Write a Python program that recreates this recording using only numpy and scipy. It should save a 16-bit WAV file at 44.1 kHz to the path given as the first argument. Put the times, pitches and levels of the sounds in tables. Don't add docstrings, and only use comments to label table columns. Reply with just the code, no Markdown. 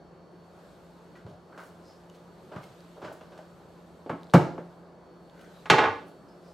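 import sys
import numpy as np
from scipy import signal
from scipy.fft import rfft, irfft
from scipy.io import wavfile
from scipy.ndimage import uniform_filter1d

SR = 44100
rng = np.random.default_rng(int(sys.argv[2]) if len(sys.argv) > 2 else 0)


def invert_db(x):
    u = np.asarray(x, float) / 20
    return 10 ** u


def master_out(mix):
    frames = np.transpose(np.atleast_2d(mix))
    ceiling = np.clip(frames, -1, 1)
    pcm = np.round(ceiling * 32767).astype(np.int16)
    wavfile.write(sys.argv[1], SR, pcm)


N = 287973


def evened(x):
    return x / np.sqrt(np.mean(x ** 2) + 1e-20)


def read(points, hz):
    f, value = np.transpose(points)
    return np.interp(np.log(hz + 1), np.log(f + 1), value)


def add(mix, start_s, sound):
    part = mix[round(start_s * SR):][:len(sound)]
    part += sound[:len(part)]


def band(x, lo_hz, hi_hz, order=3):
    return signal.sosfilt(signal.butter(order, (lo_hz, hi_hz), "bandpass", fs=SR, output="sos"), x)


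def lean(x, right_db):
    return x * invert_db(np.array([[-right_db], [right_db]]))


# low edge in Hz, high edge in Hz.
RANGES_HZ = [(310, 900), (900, 2000), (2000, 4000), (4000, 7500), (7500, 15000)]


def blow(modes, grit, soft, ranges_db, contact_s):
    t = np.arange(8000) / SR
    contact_s = np.clip(contact_s, .001, .08)
    shape = np.exp(-t / contact_s) * (1 - np.exp(-t / (soft * contact_s)))
    force = rng.standard_normal(len(t)) * shape
    for _ in range(3):
        spectrum = rfft(force)
        force = irfft(spectrum / (abs(spectrum) + 1e-12), len(t))
        envelope = np.sqrt(uniform_filter1d(force ** 2, size=64) + 1e-12)
        force = force / envelope * shape
    force = signal.lfilter([1], [1, -.85], force)
    ring = np.zeros(len(t))
    for hz, width_hz, db in modes:
        ring += invert_db(db) * width_hz * np.exp(-np.pi * width_hz * t) * np.sin(2 * np.pi * hz * t)
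    body = signal.fftconvolve(force, ring)[:len(t)]
    out = np.zeros(len(t))
    direct_shares = (.35, .9, 1.6, 3., 5.)
    for k, (edges_hz, db, direct) in enumerate(zip(RANGES_HZ, ranges_db, direct_shares)):
        rung = evened(band(body, *edges_hz, order=2))
        scrape = evened(band(force, *edges_hz, order=2))
        part = rung + grit * direct * scrape
        peak_rms = np.sqrt(uniform_filter1d(part ** 2, 300).max())
        out += (-1) ** k * invert_db(db) * part / peak_rms
    return out


HARDNESS_SHARE = (1.04, 1.9, 2.2)


def struck(blows, modes, colour_db, grit, soft):
    mix = np.zeros(N)
    for start_s, knock_db, clack_db, hard_db, contact_s in blows:
        upper_db = knock_db + np.array(colour_db) + hard_db * np.array(HARDNESS_SHARE)
        add(mix, start_s, blow(modes, grit, soft, (knock_db, clack_db, *upper_db), contact_s))
    return mix


# start in seconds, knock (310-900 Hz) in dB, clack (900-2000 Hz) in dB, hardness in dB,
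# contact decay in seconds.
DRAWER_BLOWS = [(4.061, -33.5, -60, -7, 0.013), (4.094, -29, -30, -0.5, 0.023),
                (4.336, -17, -15.5, 7, .016), (4.344, -9, -18, -4.5, 0.01385),
                (4.579, -33, -38.5, -4.5, .02)]
# mode in Hz, width in Hz, relative level in dB.
DRAWER_MODES = [(293, 190, 7), (360, 64, -6), (482, 130, -1.5), (545, 33, 3), (617, 69, -1), (700, 49, 0.5),
                (870, 97, 0.5), (1106, 94, -10.5), (1280, 550, -4.5), (1670, 180, -11), (2320, 370, -15.5),
                (3030, 480, -20.5), (4500, 200, -37)]
DRAWER_COLOUR_DB = (-19, -32, -40)


def drawer():
    dry = struck(DRAWER_BLOWS, DRAWER_MODES, DRAWER_COLOUR_DB, grit=0.84, soft=0.026)
    return lean(kitchen(dry, wet_db=-6.0), -0.0 + 0.2)


def bounces(count):
    slam_s, first_gap_s, gap_shrink = 5.699, .082, 0.69
    first_db, loss_db, first_hard_db, softens_db, contact_s = -19, 3, -0.5, 4, 0.022
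    clack_over_knock_db = 0.5
    corner_lag_s, corner_db, corner_hard_db = .033, -6, -8.5

    def landing(start_s, db, hard_db):
        return start_s, db, db + clack_over_knock_db, hard_db, contact_s

    def corner(start_s, db, hard_db):
        return landing(start_s + corner_lag_s, db + corner_db, hard_db + corner_hard_db)

    rows = [corner(slam_s, first_db + loss_db, first_hard_db)]
    gaps_s = first_gap_s * gap_shrink ** np.arange(count)
    for k, start_s in enumerate(slam_s + np.cumsum(gaps_s)):
        db, hard_db = first_db - k * loss_db, first_hard_db - k * softens_db
        rows += [landing(start_s, db, hard_db), corner(start_s, db, hard_db)]
    return rows


# start in seconds, knock (310-900 Hz) in dB, clack (900-2000 Hz) in dB, hardness in dB,
# contact decay in seconds.
DOOR_BLOWS = [(5.656, -46.5, -39, 5.5, .012), (5.699, -16, -12, 7.5, 0.011),
              (5.72, -16, -28.5, -8.5, 0.026)]
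# mode in Hz, width in Hz, relative level in dB.
DOOR_MODES = [(322, 24, -6), (385, 24, -3), (466, 18, 3), (540, 30, -6), (660, 24, -3), (860, 30, -2),
              (890, 30, 0), (1100, 35, -6), (1180, 35, -6), (1288, 45, -3), (1500, 45, -4), (1700, 55, -4),
              (1938, 50, -8), (2160, 60, -8), (2400, 90, -9), (2800, 140, -10), (3268, 200, -14),
              (3800, 300, -15), (4500, 400, -16)]
DOOR_COLOUR_DB = (-4.5, -22.5, -42.5)


def door():
    dry = struck(DOOR_BLOWS + bounces(count=2), DOOR_MODES, DOOR_COLOUR_DB, grit=1.0, soft=0.07)
    return lean(kitchen(dry, wet_db=-6.0), 0.7)


# start in seconds, length in seconds, rms before the fades in dB, centre in Hz,
# width in Hz.
SLIDES = [(1.23, 0.15, -68, 3440, 1790), (1.545, 0.18, -64.5, 6000, 9000), (1.799, .17, -63, 5040, 694),
          (2.122, 0.063, -62, 3450, 2002), (2.613, 0.047, -60.5, 4500, 6000), (3.12, .024, -55, 7550, 7000),
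          (4.088, .09, -76, 2620, 2470), (5.27, 0.28, -59, 1513, 250), (5.4, 0.034, -65, 5000, 7900),
          (5.523, 0.1, -65, 3900, 120), (6.043, .072, -69, 9100, 6930), (6.264, 0.068, -68, 5150, 130),
          (6.398, 0.14, -68, 5050, 600)]


def slides():
    mix = np.zeros(N)
    for start_s, length_s, db, hz, width_hz in SLIDES:
        grit, grain = rng.standard_normal((2, 12000))[:, :round(length_s * SR)]
        grit = grit * invert_db(3.4 * evened(uniform_filter1d(grain, 150)))
        hiss = signal.lfilter(*signal.iirpeak(hz, hz / width_hz, SR), grit)
        add(mix, start_s, invert_db(db) * evened(hiss) * np.hanning(len(hiss)))
    return mix


# start in seconds, knock (310-900 Hz) in dB, clack (900-2000 Hz) in dB, hardness in dB,
# contact decay in seconds.
SHELF_BLOWS = [(1.154, -55.5, -55, 5, 0.019), (1.263, -44.5, -69, -5, 0.011),
               (1.521, -60, -51.5, -3, 0.022), (1.576, -48, -48, 5.5, 0.011), (1.588, -64, -44, 7, 0.02),
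               (2.515, -38.5, -57, -5, 0.024), (2.56, -39, -45, -1, .01), (2.965, -46, -80, -23, 0.017),
               (3.015, -36.5, -57, -3.5, 0.029), (3.043, -42, -44, 2, 0.022),
               (3.08, -42.5, -61, -11, 0.012), (3.209, -43, -62, -2, 0.0083), (3.319, -47.5, -62, 0, 0.018),
               (3.376, -52.5, -55, 6.5, 0.0073), (3.388, -45.5, -55, -9, 0.0049)]
# mode in Hz, width in Hz, relative level in dB.
SHELF_MODES = [(352, 120, -12), (476, 24, -8), (647, 72, 2), (900, 960, -42), (1290, 690, -9),
               (1610, 260, 8.5), (2300, 210, -11), (3350, 900, -4.5)]
SHELF_COLOUR_DB = (-14.5, -23.5, -35)


def shelf():
    dry = struck(SHELF_BLOWS, SHELF_MODES, SHELF_COLOUR_DB, grit=1.4, soft=0.16) + slides()
    return lean(kitchen(dry, wet_db=-0.5), 0.3)


def rings(rows):
    mix, t = np.zeros(N), np.arange(30000) / SR
    for start_s, db, hz, rise_s, t60_s in rows:
        swing = 1 - np.exp(-(t / rise_s) ** 2)
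        add(mix, start_s, invert_db(db - 60 * t / t60_s) * swing * np.sin(2 * np.pi * hz * t))
    return mix


# start in seconds, level in dB, centre of the push in Hz, rise in seconds.
THUMPS = [(1.246, -30.5, 111, 0.0048), (1.286, -34, 150, 0.004), (2.44, -41, 160, .006),
          (2.561, -30, 150, 0.0019), (2.661, -39, 120, 0.018), (3.03, -34, 138, 0.0077),
          (4.097, -29.5, 161, 0.0032), (4.122, -21, 223, 0.0038), (4.339, 4.5, 178, 0.0053),
          (4.577, -39, 190, 0.0038), (5.706, -12.5, 155, 0.0052), (5.78, -25, 125, 0.0092),
          (5.849, -23.5, 96, 0.012)]
# mode in Hz, relative level in dB, t60 in seconds.
BOXES = [(96, -5.5, 0.35), (114, -1.5, 0.2), (139.7, -1.5, 0.18), (169, 1, .12), (217.4, -3.5, 0.086),
         (282, -1.5, .14)]


def thumps():
    off_centre_db = 45.5
    rows = []
    for start_s, db, centre_hz, rise_s in THUMPS:
        for hz, mode_db, t60_s in BOXES:
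            loss_db = off_centre_db * np.log2(hz / centre_hz) ** 2
            rows.append((start_s, db + mode_db - loss_db, hz, rise_s, t60_s))
    return signal.sosfilt(signal.butter(3, 85, "highpass", fs=SR, output="sos"), rings(rows))


# start in seconds, level in dB, nominal pitch in Hz, nominal t60 in
# seconds.
CLINKS = [(1.153, -50.5, 1950, .11), (2.098, -47, 2980, .025), (2.632, -48, 2170, 0.073),
          (3.045, -43, 1498, 0.14), (3.08, -42, 1490, 0.11), (3.113, -22.5, 650, 0.035),
          (3.209, -51, 2750, 0.046), (5.72, -41, 285.5, 1.77)]
# multiple of the nominal pitch, relative level in dB.
OVERTONES = [(1.24, -5), (1.53, -6), (2.04, -6.5)]


def clinks():
    rise_cycles = 2.8
    rows = []
    for start_s, db, hz, t60_s in CLINKS:
        for multiple, up_db in [(0.99, 0.0036)] + OVERTONES:
            rows.append((start_s, db + up_db, hz * multiple, rise_cycles / hz, t60_s / multiple ** 2))
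    return rings(rows)


# start in seconds, level in dB, pitch in Hz.
TICKS = [(1.264, -50, 750), (1.266, -44.5, 4300), (1.577, -34, 1300), (2.099, -44.5, 6500),
         (2.565, -42, 1500), (2.806, -41, 4460), (3.017, -51, 2560), (3.051, -39, 4500), (3.39, -31, 606),
         (4.212, -50, 4500), (4.233, -37.5, 3830), (4.244, -45, 4700), (4.27, -44, 4180),
         (4.299, -39, 3600), (4.306, -42, 4300), (4.315, -43, 4140), (5.298, -45, 3520), (5.413, -43, 3000),
         (5.447, -46, 6000)]


def ticks():
    mix, t = np.zeros(N), np.arange(400) / SR
    for start_s, db, hz in TICKS:
        rough = 0.2 * uniform_filter1d(rng.standard_normal(len(t)), size=int(9000 / hz) + 1)
        add(mix, start_s, invert_db(db) * np.exp(-t * hz / 2.1) * (np.sin(2 * np.pi * hz * t) + rough))
    return mix


# frequency in Hz, likeness from 0 to 1.
LIKENESS = [(60, 0.91), (180, 0.83), (550, 0.93), (1650, 0.56), (4970, 0.68), (15000, 0.35)]


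def noise(field_db):
    hz = np.fft.rfftfreq(1024, 1 / SR)
    a, b, c, d = rng.standard_normal((N // 256 + 5, 513, 4)).T
    same = np.clip(read(LIKENESS, hz), -1, 1)[:, None]
    left, other = a + 1j * b, c + 1j * d
    z = np.array([left, same * left + np.sqrt(1 - same ** 2) * other])
    level = invert_db(field_db(hz[:, None], np.arange(a.shape[1]) * 256 / SR))
    return signal.istft(z * level, nperseg=1024, noverlap=768)[1][:, :N]


def patches(tall_bins, long_frames):
    field = rng.standard_normal((N // 256 + 5, 513)).T
    return evened(uniform_filter1d(uniform_filter1d(field, tall_bins, 0), long_frames, 1))


# time in seconds, level of 1.5-6 kHz in dB.
RUSTLE = [(0, -97), (.2, -86), (.6, -63.5), (1.18, -68.5), (1.38, -79), (1.6, -65), (2.3, -67),
          (2.65, -59.5), (3.1, -63), (3.5, -66), (4.05, -66.5), (4.75, -69), (4.95, -85), (5.28, -70.5),
          (5.56, -59), (6.1, -67), (6.3, -70), (6.53, -65)]
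# frequency in Hz, relative density in dB per Hz.
CLOTH = [(1000, 14), (2000, -7), (4000, -6), (5500, -13), (8500, -7.5), (9500, -16.5), (12000, -10.5),
         (16000, -29)]


def rustle():
    hiss = noise(lambda hz, t: read(CLOTH, hz) + 1.8 * patches(10, 4))
    body, top = band(hiss, 1500, 6000), band(hiss, 6000, 15800)
    body_db = np.interp(np.arange(N) / SR, *np.transpose(RUSTLE))
    top_db = -76.5 + 0.76 * (body_db + 70)
    return invert_db(body_db) * evened(body) + invert_db(top_db) * evened(top)


# frequency in Hz, relative density in dB per Hz.
FLOOR = [(26, -44), (45, -14), (139, -17.5), (162, -3.5), (207, -11.5), (314, -11.5), (355, -6.5),
         (401, -9), (609, -10), (880, -16), (1340, -20.5), (1840, -29), (1980, -34.5), (4570, -38.5),
         (16000, -60)]
# frequency in Hz, mean level in dB rms.
HUM = [(59.2, -72.5), (86.1, -69.5), (172.3, -55.5), (355.3, -63.5), (1981, -82), (2213, -84),
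       (4425, -76.5)]


def appliances():
    rush_db = -50
    rush = evened(noise(lambda hz, t: read(FLOOR, hz) + 1.28 * patches(6, 12)))
    t = np.arange(N) / SR
    tones = np.zeros(N)
    for hz, db in HUM:
        waver_db = 2.2 * evened(uniform_filter1d(rng.standard_normal(N), 6000))
        tones += np.sqrt(2) * invert_db(db + waver_db) * np.sin(2 * np.pi * (hz * t + rng.random()))
    return invert_db(rush_db) * rush + tones


# frequency in Hz, t60 in seconds.
ROOM = [(100, 0.58), (250, 0.54), (700, 0.44), (2000, 0.39), (5000, 0.49), (12000, 0.3)]
# frequency in Hz, share against the common echoes.
APART = [(100, 0.23), (500, 0.18), (2000, 0.49), (5000, .3), (12000, 0.64)]


def kitchen(x, wet_db):
    taps = np.zeros((2, SR))
    at = np.arange(200, SR - 20, 20) + rng.integers(0, 20, (2, (SR - 201) // 20))
    np.put_along_axis(taps, at, rng.choice([-1., 1.], at.shape), 1)
    hz, t, (common, differing) = signal_stft(taps)
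    differing = read(APART, hz)[:, None] * differing
    z = np.array([common + differing, common - differing])
    decay = invert_db(-60 * t / read(ROOM, hz)[:, None])
    tail = signal.istft(z * decay, SR, nperseg=512)[1]
    tail = tail / np.linalg.norm(tail[0])
    return x + invert_db(wet_db) * signal.fftconvolve(x[None], tail, axes=1)[:, :N]


def signal_stft(taps):
    return signal.stft(taps, SR, nperseg=512)


def scene():
    cupboards = drawer() + door() + shelf() + kitchen(thumps(), wet_db=-16)
    small = kitchen(clinks() + ticks(), wet_db=-9)
    return cupboards + small + rustle() + appliances()


def band_limit(x):
    return signal.sosfilt(signal.butter(12, 16300, fs=SR, output="sos"), x)


def record(dry):
    thin = signal.sosfilt(signal.butter(4, 48, "highpass", fs=SR, output="sos"), dry)
    mix = 1.04 * np.tanh(thin / 1.469)
    return band_limit(mix)


dry = scene()
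out = record(dry)
master_out(out)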